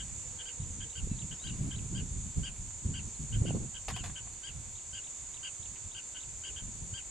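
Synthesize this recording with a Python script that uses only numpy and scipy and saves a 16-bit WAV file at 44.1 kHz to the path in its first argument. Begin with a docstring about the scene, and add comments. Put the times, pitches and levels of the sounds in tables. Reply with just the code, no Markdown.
"""Cicadas buzz all over a sunny meadow, clicking their tymbals, while gusts buffet the microphone.
To the left one bird chirps twice a second and another answers with short trills, both rasping as the
two sides of the syrinx beat. Far ahead are thin arched whistles, small peeps and a cooing dove.
Bush crickets sizzle and a fowl rustles the grass. Close by, a small mechanism like a camera shutter
gives one run of clacks, over the hush of open country and the recorder's faint whine."""
import sys
import numpy as np
from scipy import signal
from scipy.fft import rfft, irfft, next_fast_len
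from scipy.io import wavfile
from scipy.ndimage import uniform_filter1d, map_coordinates

SR = 44100
rng = np.random.default_rng(int(sys.argv[2]) if len(sys.argv) > 2 else 0)


def output_pcm(signal):
    """Save a mono or channel-first signal as 16-bit PCM at the path in sys.argv[1].

    Samples are clipped to [-1, 1] before scaling.
    """
    pcm = np.clip(np.atleast_2d(signal).T, -1, 1) * 32767
    wavfile.write(sys.argv[1], SR, np.round(pcm).astype(np.int16))


N = 313110

# hush of open country: (frequency [Hz], relative level [dB])
AIR_SPECTRUM = [(20, -27.5), (100, -14), (250, 6), (500, 3.5), (950, 1.5), (1350, -1.5), (1800, -3.5),
                (2300, 0), (3600, -4), (5200, -5.5), (8000, -58), (10000, -10), (12000, -16)]
# how alike that hush is on both sides of the microphone: (frequency [Hz], correlation [0-1])
AIR_LIKENESS = [(100, 0.24), (500, 0.072), (1300, 0.041), (2700, 0.4), (6000, 0.59), (12000, 0.041)]
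# tones of the recorder's whine: (frequency [Hz], level [dB])
WHINE_TONES = [(921, -75), (1016, -77.5), (3505, -77), (3600, -76.5), (4356, -76.5), (4576, -79),
               (4641, -81.5)]
# decay of sound off bushes and ground: (frequency [Hz], t60 [s])
MEADOW_DECAY = [(300, .3), (3000, 0.11), (10000, 0.027)]
# snapping stalks and soft steps in the grass: (time [s], level [dB], t60 [s], centre [Hz])
GRASS_RUSTLES = [(2.56, -53.5, 0.046, 2300), (2.702, -52, .04, 1280), (4.33, -58, .03, 10500),
                 (5.755, -52, 0.096, 2500), (6.405, -61, .03, 10500), (6.469, -56.5, .3, 440)]

# a far dove's run of coos: (time [s], pitch [Hz], level [dB])
DOVE_COOS = [(.23, 500, -66), (.315, 496, -66), (.395, 485, -64.5), (.48, 485, -68), (.565, 490, -66),
             (.65, 480, -66.5), (.74, 485, -67), (.84, 466, -68), (.94, 470, -67.5)]
# faint slurs from far off: (time [s], length [s], start pitch [Hz], end pitch [Hz], level [dB])
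FAR_PEEPS = [(1.10, .06, 2720, 2580, -66), (1.10, .06, 4000, 3850, -66), (1.158, 0.015, 4900, 3500, -53),
             (1.345, .025, 5650, 5450, -58), (1.385, 0.034, 3400, 3900, -59),
             (1.407, 0.049, 3770, 4020, -57), (1.506, 0.04, 3080, 2700, -60),
             (3.145, 0.018, 4100, 4170, -58), (3.546, 0.023, 4400, 4300, -60),
             (4.325, .022, 4100, 4400, -61)]
# far whistles, all on the same note: (time [s], level [dB])
WHISTLE_NOTES = [(.599, -63), (.895, -59.5), (1.185, -54), (1.467, -51), (1.753, -53.5), (4.75, -59.5),
                 (5.038, -57.5), (5.336, -55.5), (5.623, -57.5), (5.911, -57), (6.199, -56.5)]
# arch of a whistle: (share of length [0-1], pitch over top pitch [ratio], relative level [dB])
WHISTLE_CONTOUR = [(0, .62, -6), (.08, .8, -1), (.22, .96, 2), (.34, 1, -9), (.6, 1, -12), (.7, .95, -2),
                   (.83, .72, 1.5), (1, .61, -6)]
# chirps that break into a warble: (time [s], length [s], pitch [Hz], level [dB], clean start [s])
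CHIRP_NOTES = [(.455, 0.063, 1598, -48.5, .029), (.954, 0.056, 1594, -48, .022),
               (1.439, 0.074, 1612, -47, .027), (1.950, .066, 1618, -46.5, 0.026),
               (2.433, .068, 1626, -44.5, 0.022), (2.940, .067, 1593, -45.5, 0.0082),
               (3.458, 0.059, 1595, -46, .007), (3.939, .086, 1604, -46.5, .023),
               (4.434, .074, 1630, -46, 0.035), (4.931, .074, 1613, -47, 0.0194),
               (5.431, .066, 1617, -44.5, .013), (5.949, 0.06, 1600, -47.5, 0.016),
               (6.436, .075, 1617, -46.5, .012), (6.938, 0.071, 1616, -45.5, 0.037)]
# arch of a chirp: (share of length [0-1], pitch bend [ratio], relative level [dB])
CHIRP_CONTOUR = [(0, .92, -3), (.15, .965, -3), (.35, 1, -2.5), (.6, .985, -2), (.8, .95, -4.5),
                 (.92, .88, -10), (1, .76, -18)]
# the answering bird's trills: (time [s], length [s], pitch [Hz], level [dB])
TRILL_NOTES = [(-.012, 0.041, 1645, -43.5), (.388, 0.043, 1683, -44.5), (.804, .044, 1663, -44.5),
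               (1.311, 0.035, 1637, -46), (1.709, 0.046, 1666, -45), (3.324, 0.047, 1620, -45),
               (3.744, 0.044, 1638, -45.5), (4.156, 0.046, 1628, -44), (6.146, 0.049, 1598, -46),
               (6.561, .05, 1668, -45.5)]
# course of a trill: (share of length [0-1], pitch bend [ratio], relative level [dB])
TRILL_CONTOUR = [(0, 0.96, -7.5), (.25, 0.96, -5.5), (.55, 0.99, -3), (.8, 0.94, -9), (1, .94, -11.5)]

# contacts in the shutter, close by: (time [s], relative level [dB], t60 [s], crack boost [dB])
SHUTTER_CONTACTS = [(3.882, -35.5, 0.085, 3), (3.901, -40.5, 0.094, -1), (3.962, -41, 0.1, 0),
                    (4.038, -42, 0.14, 0), (4.058, -62, 0.15, 15), (4.096, -48.5, 0.089, -13),
                    (4.27, -51.5, 0.048, -10)]
# resonances of its casing: (frequency [Hz], width [Hz], relative level [dB])
CASING_MODES = [(750, 75, 4.5), (1090, 170, -1), (1690, 170, -4), (1990, 110, -2.5), (2500, 160, -5.5),
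                (3530, 190, -8.5), (4820, 270, -21)]
# dry crack of a contact: (frequency [Hz], relative level [dB])
CRACK_SPECTRUM = [(200, -19), (450, 7.5), (700, 0.5), (3500, 3), (6000, -2), (9000, -6), (13000, -12.5)]

# gusts on the microphone: (time [s], length [s], relative rumble [dB], relative buffeting [dB])
WIND_GUSTS = [(0, 0.35, -48, -54.5), (.6, 0.24, -44.5, -48), (0.986, 0.14, -35, -46),
              (1.15, 0.18, -48, -48), (1.459, 0.026, -40.5, -45), (1.519, .17, -37.5, -39),
              (1.77, .3, -39, -40.5), (2.125, .17, -40.5, -45.5), (2.371, 0.052, -36.5, -42),
              (2.49, 0.18, -45, -54.5), (2.85, 0.054, -41, -38), (2.977, 0.1, -44, -45),
              (3.202, 0.043, -44.5, -44), (3.323, .06, -34, -43), (3.42, .15, -38, -32.6),
              (3.602, .05, -40.5, -37.5), (3.903, .21, -42.5, -48.5), (4.206, 0.15, -51, -65.5),
              (4.5, 0.27, -50, -62), (4.868, 0.12, -50.5, -68), (5.204, 0.2, -57.5, -69.5),
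              (5.607, 0.36, -55, -63), (6.26, .1, -53, -67), (6.49, .08, -52, -66), (6.627, .31, -46, -52)]
# light air between gusts: (time [s], relative rumble [dB], relative buffeting [dB])
BREEZE_LEVELS = [(0, -57.5, -67), (3.5, -52, -61), (5.3, -65.5, -73.5), (7.1, -55, -70)]
# deep rumble of the wind: (frequency [Hz], relative level [dB])
RUMBLE_SPECTRUM = [(10, -30), (25, -3.5), (45, -0.5), (85, -0.5), (110, -3.5), (150, -16.5), (300, -59)]
# buffeting just above the rumble: (frequency [Hz], relative level [dB])
BUFFET_SPECTRUM = [(70, -26), (110, 0.5), (160, -0.5), (230, -8.5), (330, -19), (500, -29), (1000, -75)]
# brighter flutter of small eddies: (frequency [Hz], relative level [dB])
FLUTTER_SPECTRUM = [(150, 1), (370, 1.5), (480, -9.5), (700, -11), (1200, -22), (2500, -45)]
# single eddies that thump the microphone: (time [s], frequency [Hz], relative level [dB])
EDDY_THUMPS = [(0.604, 110, -29.5), (1.074, 325, -34.5), (1.118, 162, -22.5), (1.614, 142, -25),
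               (1.93, 234, -36), (2.861, 86.5, -22.5), (2.894, 124, -24), (3.419, 101, -19),
               (3.454, 402, -29), (3.508, 550, -28), (3.549, 350, -26)]

# cicadas nearest the microphone: (tymbal click rate [1/s], relative level [dB])
NEAR_CICADAS = [(370.2, -5.5), (380.1, -7), (404.6, -4)]
# ring of a tymbal: (frequency [Hz], relative level [dB])
TYMBAL_SPECTRUM = [(5000, -27), (5800, -17.5), (6300, -8), (6750, -3), (7200, -1), (7650, -4), (8100, -8),
                   (8500, -16.5), (8900, -18), (9500, -22.5), (9800, -33), (11000, -61)]
# ringing peaks of the far cicadas: (frequency [Hz], width [Hz], relative level [dB])
SHRILL_PEAKS = [(6800, 55, 0), (6965, 21, 4.5), (6880, 140, -11), (7190, 113, 2), (7530, 41, -2),
                (7600, 38, 1.5), (8670, 52, 5)]
# slow swell of the whole chorus: (time [s], relative level [dB])
CHORUS_SWELL = [(0.0, -43.5), (0.28, -44), (0.35, -45.5), (1.88, -45.5), (2.43, -45), (2.51, -48),
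                (2.69, -45), (4.29, -46), (4.49, -47.5), (5.12, -44.5), (5.26, -45.5), (7.1, -45.5)]


def amp(db):
    """Decibels to gain."""
    return 10 ** (np.asarray(db) / 20)


def unit(x):
    """Scale to rms 1."""
    return x / np.sqrt(np.mean(x ** 2) + 1e-20)


def along(points, hz):
    """(frequency [Hz], value) points read on a log axis."""
    freqs, values = np.transpose(points)
    return np.interp(np.log(hz + 1), np.log(freqs + 1), values)


def curves(rows, at):
    """Each column after the first, read at the given places."""
    places, *columns = np.transpose(rows)
    return [np.interp(at, places, column) for column in columns]


def wobble(rate, size=N):
    """A smooth random curve, rate knots a second."""
    knots = rng.standard_normal(int(size * rate / SR) + 4)
    return map_coordinates(knots, [np.arange(size) * rate / SR])


def sweep(hz):
    """Running phase of a moving pitch."""
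    return 2 * np.pi * np.cumsum(hz) / SR


def filtered(x, response):
    """x through a frequency response."""
    size = next_fast_len(x.shape[-1] + SR // 2)
    hz = np.fft.rfftfreq(size, 1 / SR)
    return irfft(rfft(x, size) * response(hz), size)[..., :x.shape[-1]]


def coloured(x, spectrum):
    """x shaped by a (frequency [Hz], level [dB]) spectrum, at rms 1."""
    return unit(filtered(x, lambda hz: amp(along(spectrum, hz))))


def resonant(x, peaks):
    """x through resonances of alternating sign, at rms 1."""
    def response(hz):
        return sum((-1) ** k * amp(db) * 1j * hz * width / (centre ** 2 - hz ** 2 + 1j * hz * width)
                   for k, (centre, width, db) in enumerate(peaks))
    return unit(filtered(x, response))


def noise_pair(alike):
    """White stereo noise with a given left-right likeness."""
    mid, side = rng.standard_normal((2, N))
    turn = np.arccos(alike) / 2
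    return np.cos(turn) * mid + np.sin(turn) * np.array([side, -side])


def panned(x, pan_db):
    """Make the left louder than the right by pan_db."""
    return x * amp(np.array([[.5], [-.5]]) * pan_db)


def add(track, s, sound):
    """Mix a sound into a track at time s."""
    at = round(s * SR) + np.arange(sound.shape[-1])
    inside = (at >= 0) & (at < N)
    track[..., at[inside]] += sound[..., inside]


def note(t, length, db, edge_s):
    """A soft-edged envelope that holds a sine at db rms."""
    return np.sqrt(2) * amp(db) * np.clip(np.minimum(t, length - t) / edge_s, 0, 1)


def background(air_db=-59, waver_db=2):
    """The hush of open country all around, and the recorder's thin whine."""
    def turn(hz):
        return np.arccos(along(AIR_LIKENESS, hz)) / 2
    mid, side = coloured(rng.standard_normal((2, N)), AIR_SPECTRUM)
    centre = filtered(mid, lambda hz: np.cos(turn(hz)))
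    width = filtered(np.array([side, -side]), lambda hz: np.sin(turn(hz)))
    whine = sum(np.sqrt(2) * amp(db + waver_db * wobble(5)) * np.sin(sweep(hz + 3 * wobble(20)))
                for hz, db in WHINE_TONES)
    hush = amp(air_db + .6 * wobble(3.294)) * (centre + width)
    return panned(hush + whine, 0.88)


def scattered(x):
    """Bushes and ground send a short diffuse tail back to the microphone."""
    hz, t, bands = signal.stft(rng.standard_normal((2, SR // 2)), SR, nperseg=256)
    decay = amp(-60 * t / along(MEADOW_DECAY, hz)[:, None])
    tail = signal.istft(bands * decay, SR, nperseg=256)[1]
    return signal.fftconvolve(x[None], tail / np.linalg.norm(tail[0]), axes=1)[:, :N]


def crickets(centre_hz=8950, wander_hz=240, level_db=-65, flutter_db=4, count=4):
    """Small bush crickets sizzle above the cicadas, unsteady in pitch and strength."""
    track = np.zeros(N)
    for _ in range(count):
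        hz = centre_hz + wander_hz * wobble(35) + 200 * wobble(1400)
        track += amp(flutter_db * wobble(18)) * np.sin(sweep(hz))
    return amp(level_db) * unit(track)


def dove(length_s=0.053):
    """Far across the meadow a dove coos softly, the run sinking slowly in pitch."""
    track, t = np.zeros(N), np.arange(SR // 8) / SR
    for s, hz, db in DOVE_COOS:
        add(track, s, note(t, length_s, db, edge_s=0.015) * np.sin(2 * np.pi * hz * t))
    return track


def peeps():
    """Small distant birds slur single notes."""
    track, t = np.zeros(N), np.arange(SR // 8) / SR
    for s, length, start_hz, end_hz, db in FAR_PEEPS:
        hz = np.interp(t, [0, length], [start_hz, end_hz])
        add(track, s, note(t, length, db, edge_s=0.013) * np.sin(sweep(hz)))
    return track


def whistler(length_s=.045, top_hz=3984):
    """A bird far ahead whistles thin pure notes that shoot up and fall back."""
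    track, t = np.zeros(N), np.arange(SR // 6) / SR
    bend, contour_db = curves(WHISTLE_CONTOUR, t / length_s)
    for s, db in WHISTLE_NOTES:
        hz = top_hz * bend * (1 + 0.019 * wobble(313, len(t)))
        level_db = db + contour_db + 0.81 * wobble(270, len(t))
        add(track, s, note(t, length_s, level_db, edge_s=0.0027) * np.sin(sweep(hz)))
    return track


def rustles():
    """A foraging fowl bends and snaps grass stalks."""
    track, t = np.zeros(N), np.arange(SR // 8) / SR
    for s, db, t60, hz in GRASS_RUSTLES:
        stalk = coloured(rng.standard_normal(len(t)), [(hz / 3, -25), (hz, 0), (hz * 3, -35)])
        grainy_decay = amp(db - 60 * t / t60 + 3.2 * wobble(410, len(t)))
        attack = 1 - np.exp(-20 * t / t60)
        add(track, s, attack * grainy_decay * stalk)
    return track


def syrinx_calls(notes, contour, warble_hz, dip, lower_db, lower_ratio, rough, first_db, third_db):
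    """One side of the syrinx sings, strongest in its second harmonic; the other beats against it."""
    track, t = np.zeros(N), np.arange(SR // 8) / SR
    for s, length, pitch_hz, db, clean_s in notes:
        bend, contour_db = curves(contour, t / length)
        broken = np.clip((t - clean_s) / 0.0029, 0, 1)  # 0 while clean, 1 once warbling
        turns = np.cumsum(broken * warble_hz * (1 + 0.27 * wobble(81, len(t)))) / SR
        burst = broken * np.abs(np.sin(np.pi * (turns + 1 / 4))) ** 3  # the lower side cuts in
        jitter = rough * (0.62 + broken) * wobble(1133, len(t))
        phase = sweep(pitch_hz * bend * (1 - dip * burst + jitter))
        odd_harmonics = amp(first_db) * np.sin(phase) + amp(third_db) * np.sin(3 * phase)
        upper = (np.sin(2 * phase) + odd_harmonics) * (1 - 0.86 * burst)
        lower_gain = amp(lower_db + 2.3 * wobble(256, len(t))) * burst
        lower = lower_gain * np.sin(2 * lower_ratio * phase + rng.uniform(0, 2 * np.pi))
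        rasp = amp(-10) * (0.37 + burst) * wobble(1299, len(t)) * np.sin(1.62 * phase)
        add(track, s, note(t, length, db + contour_db, edge_s=0.00042) * (upper + lower + rasp))
    return track


def shutter(ring_db=-1, crack_db=-3, grain_db=1):
    """Close to the microphone, each contact rattles a small casing and adds a dry crack."""
    body, edge, t = np.zeros(N), np.zeros(N), np.arange(SR // 5) / SR
    for s, db, t60, boost_db in SHUTTER_CONTACTS:
        blow = amp(db - 60 * t / t60) * (1 - np.exp(-t / 0.00059))
        add(body, s, blow)
        add(edge, s, blow * amp(boost_db))
    ring = amp(ring_db) * body * resonant(noise_pair(alike=1.0), CASING_MODES)
    crack = amp(crack_db) * edge * coloured(noise_pair(alike=0.57), CRACK_SPECTRUM)
    return panned((ring + crack) * amp(-grain_db * wobble(500)), 1.2)


def gust_levels(attack_s=0.016, release_s=0.028, sag_db_per_s=3):
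    """Rumble and buffeting in dB: gusts swell, sag and die away over a light breeze."""
    t = np.arange(N) / SR
    power = amp(curves(BREEZE_LEVELS, t)) ** 2
    for s, length, *levels_db in WIND_GUSTS:
        held_s = np.clip(t - s, 0, length)
        edges = np.maximum(s - t, 0) / attack_s + np.maximum(t - s - length, 0) / release_s
        envelope = amp(-sag_db_per_s * held_s) * np.exp(-edges)
        power += np.outer(amp(levels_db), envelope) ** 2
    return 10 * np.log10(power)


def wind(lump_db=2.4, surge_db=2.0, puff_db=3, strong_gust_db=-35.5, flutter_growth=2.34):
    """Gusts buffet the microphone in surges; the strong ones shed smaller, brighter eddies."""
    rumble_db, buffet_db = gust_levels()
    flutter_db = -43.5 + flutter_growth * (buffet_db - strong_gust_db)
    surges = unit(amp(lump_db * wobble(45) + surge_db * wobble(20.98)))
    rumble = amp(rumble_db + 0.7) * coloured(noise_pair(alike=0.8), RUMBLE_SPECTRUM)
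    buffet = amp(buffet_db + 1.05) * coloured(noise_pair(alike=0.84), BUFFET_SPECTRUM)
    flutter = amp(flutter_db) * coloured(noise_pair(alike=0.23), FLUTTER_SPECTRUM)
    puffs = unit(amp(puff_db * wobble(70)))  # small eddies pass one by one
    air = surges * (rumble + buffet + puffs * flutter)
    t = np.arange(-SR // 20, SR // 20) / SR
    for s, hz, db in EDDY_THUMPS:
        push_pull = np.sin(2 * np.pi * hz * t) * np.exp(-(1.93 * hz * t) ** 2)
        add(air, s + t[0], amp(db) * push_pull)
    return panned(air, -1.05)


def patchy(x, depth_db):
    """Narrow bands swell and sink, each at its own pace."""
    bands = signal.stft(x, nperseg=1024)[2]
    swell = uniform_filter1d(rng.standard_normal(bands.shape[1:]), size=4, axis=0)  # across frequency
    swell = uniform_filter1d(swell, size=12, axis=1)  # across time
    return signal.istft(bands * amp(depth_db * unit(swell)), nperseg=1024)[1][:, :N]


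def tymbal_clicks(rate, scatter_s=.00003, drift=.002):
    """One cicada's tymbal: a nearly regular click train whose rate drifts a little."""
    cycles = np.cumsum(rate * (1 + drift * wobble(3))) / SR
    at = np.interp(np.arange(1, int(cycles[-1])), cycles, np.arange(N))
    at += scatter_s * SR * rng.standard_normal(N)[:len(at)]
    samples = np.clip(np.round(at).astype(int), 0, N - 1)
    return unit(np.bincount(samples, minlength=N).astype(float))


def cicadas(near_db=-4, shrill_db=-3, echo_db=-17, flicker_db=0.29):
    """A few cicadas click their tymbals near the microphone; the far ones merge into a ringing hiss."""
    swell_db, = curves(CHORUS_SWELL, np.arange(N) / SR)
    pan_db = -2 + wobble(3.38)  # swaying a little right of centre
    near = coloured(sum(amp(db) * tymbal_clicks(rate) for rate, db in NEAR_CICADAS), TYMBAL_SPECTRUM)
    crowd = coloured(patchy(noise_pair(alike=0.12), depth_db=1.5), TYMBAL_SPECTRUM)
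    shrill = coloured(resonant(noise_pair(alike=0.99), SHRILL_PEAKS), TYMBAL_SPECTRUM)
    chorus = amp(near_db) * near + crowd + amp(shrill_db) * shrill
    delays_s = rng.uniform(.003, .011, size=4)

    def branch_echoes(hz):
        return 1 + amp(echo_db) * sum(np.exp(-2j * np.pi * hz * delay) for delay in delays_s)
    chorus = unit(filtered(chorus, branch_echoes))
    return panned(chorus * amp(swell_db + 0.91 + flicker_db * wobble(16)), pan_db)


def scene():
    """From the microphone: two calling birds to the left, the others far ahead, cicadas all around."""
    chirps = syrinx_calls(CHIRP_NOTES, CHIRP_CONTOUR, warble_hz=77.5, dip=0.012, lower_db=2,
                          lower_ratio=.925, rough=.017, first_db=-9.5, third_db=-10)
    trill_notes = [(*row, .002) for row in TRILL_NOTES]  # a trill stays clean for only 2 ms
    trills = syrinx_calls(trill_notes, TRILL_CONTOUR, warble_hz=97.5, dip=0.0373, lower_db=3,
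                          lower_ratio=0.99, rough=0.019, first_db=-7, third_db=-16.5)
    far = whistler() + peeps() + dove()
    birds = panned(chirps, 5.3) + panned(trills, 5.2) + panned(far, 0.64)
    birds += amp(-10) * scattered(chirps + trills + far)
    return birds + cicadas() + crickets() + wind() + rustles() + shutter() + background()


def record(dry):
    """The recorder keeps nothing above its band limit."""
    return filtered(dry, lambda hz: hz < 12150)


dry = scene()
out = record(dry)
output_pcm(out)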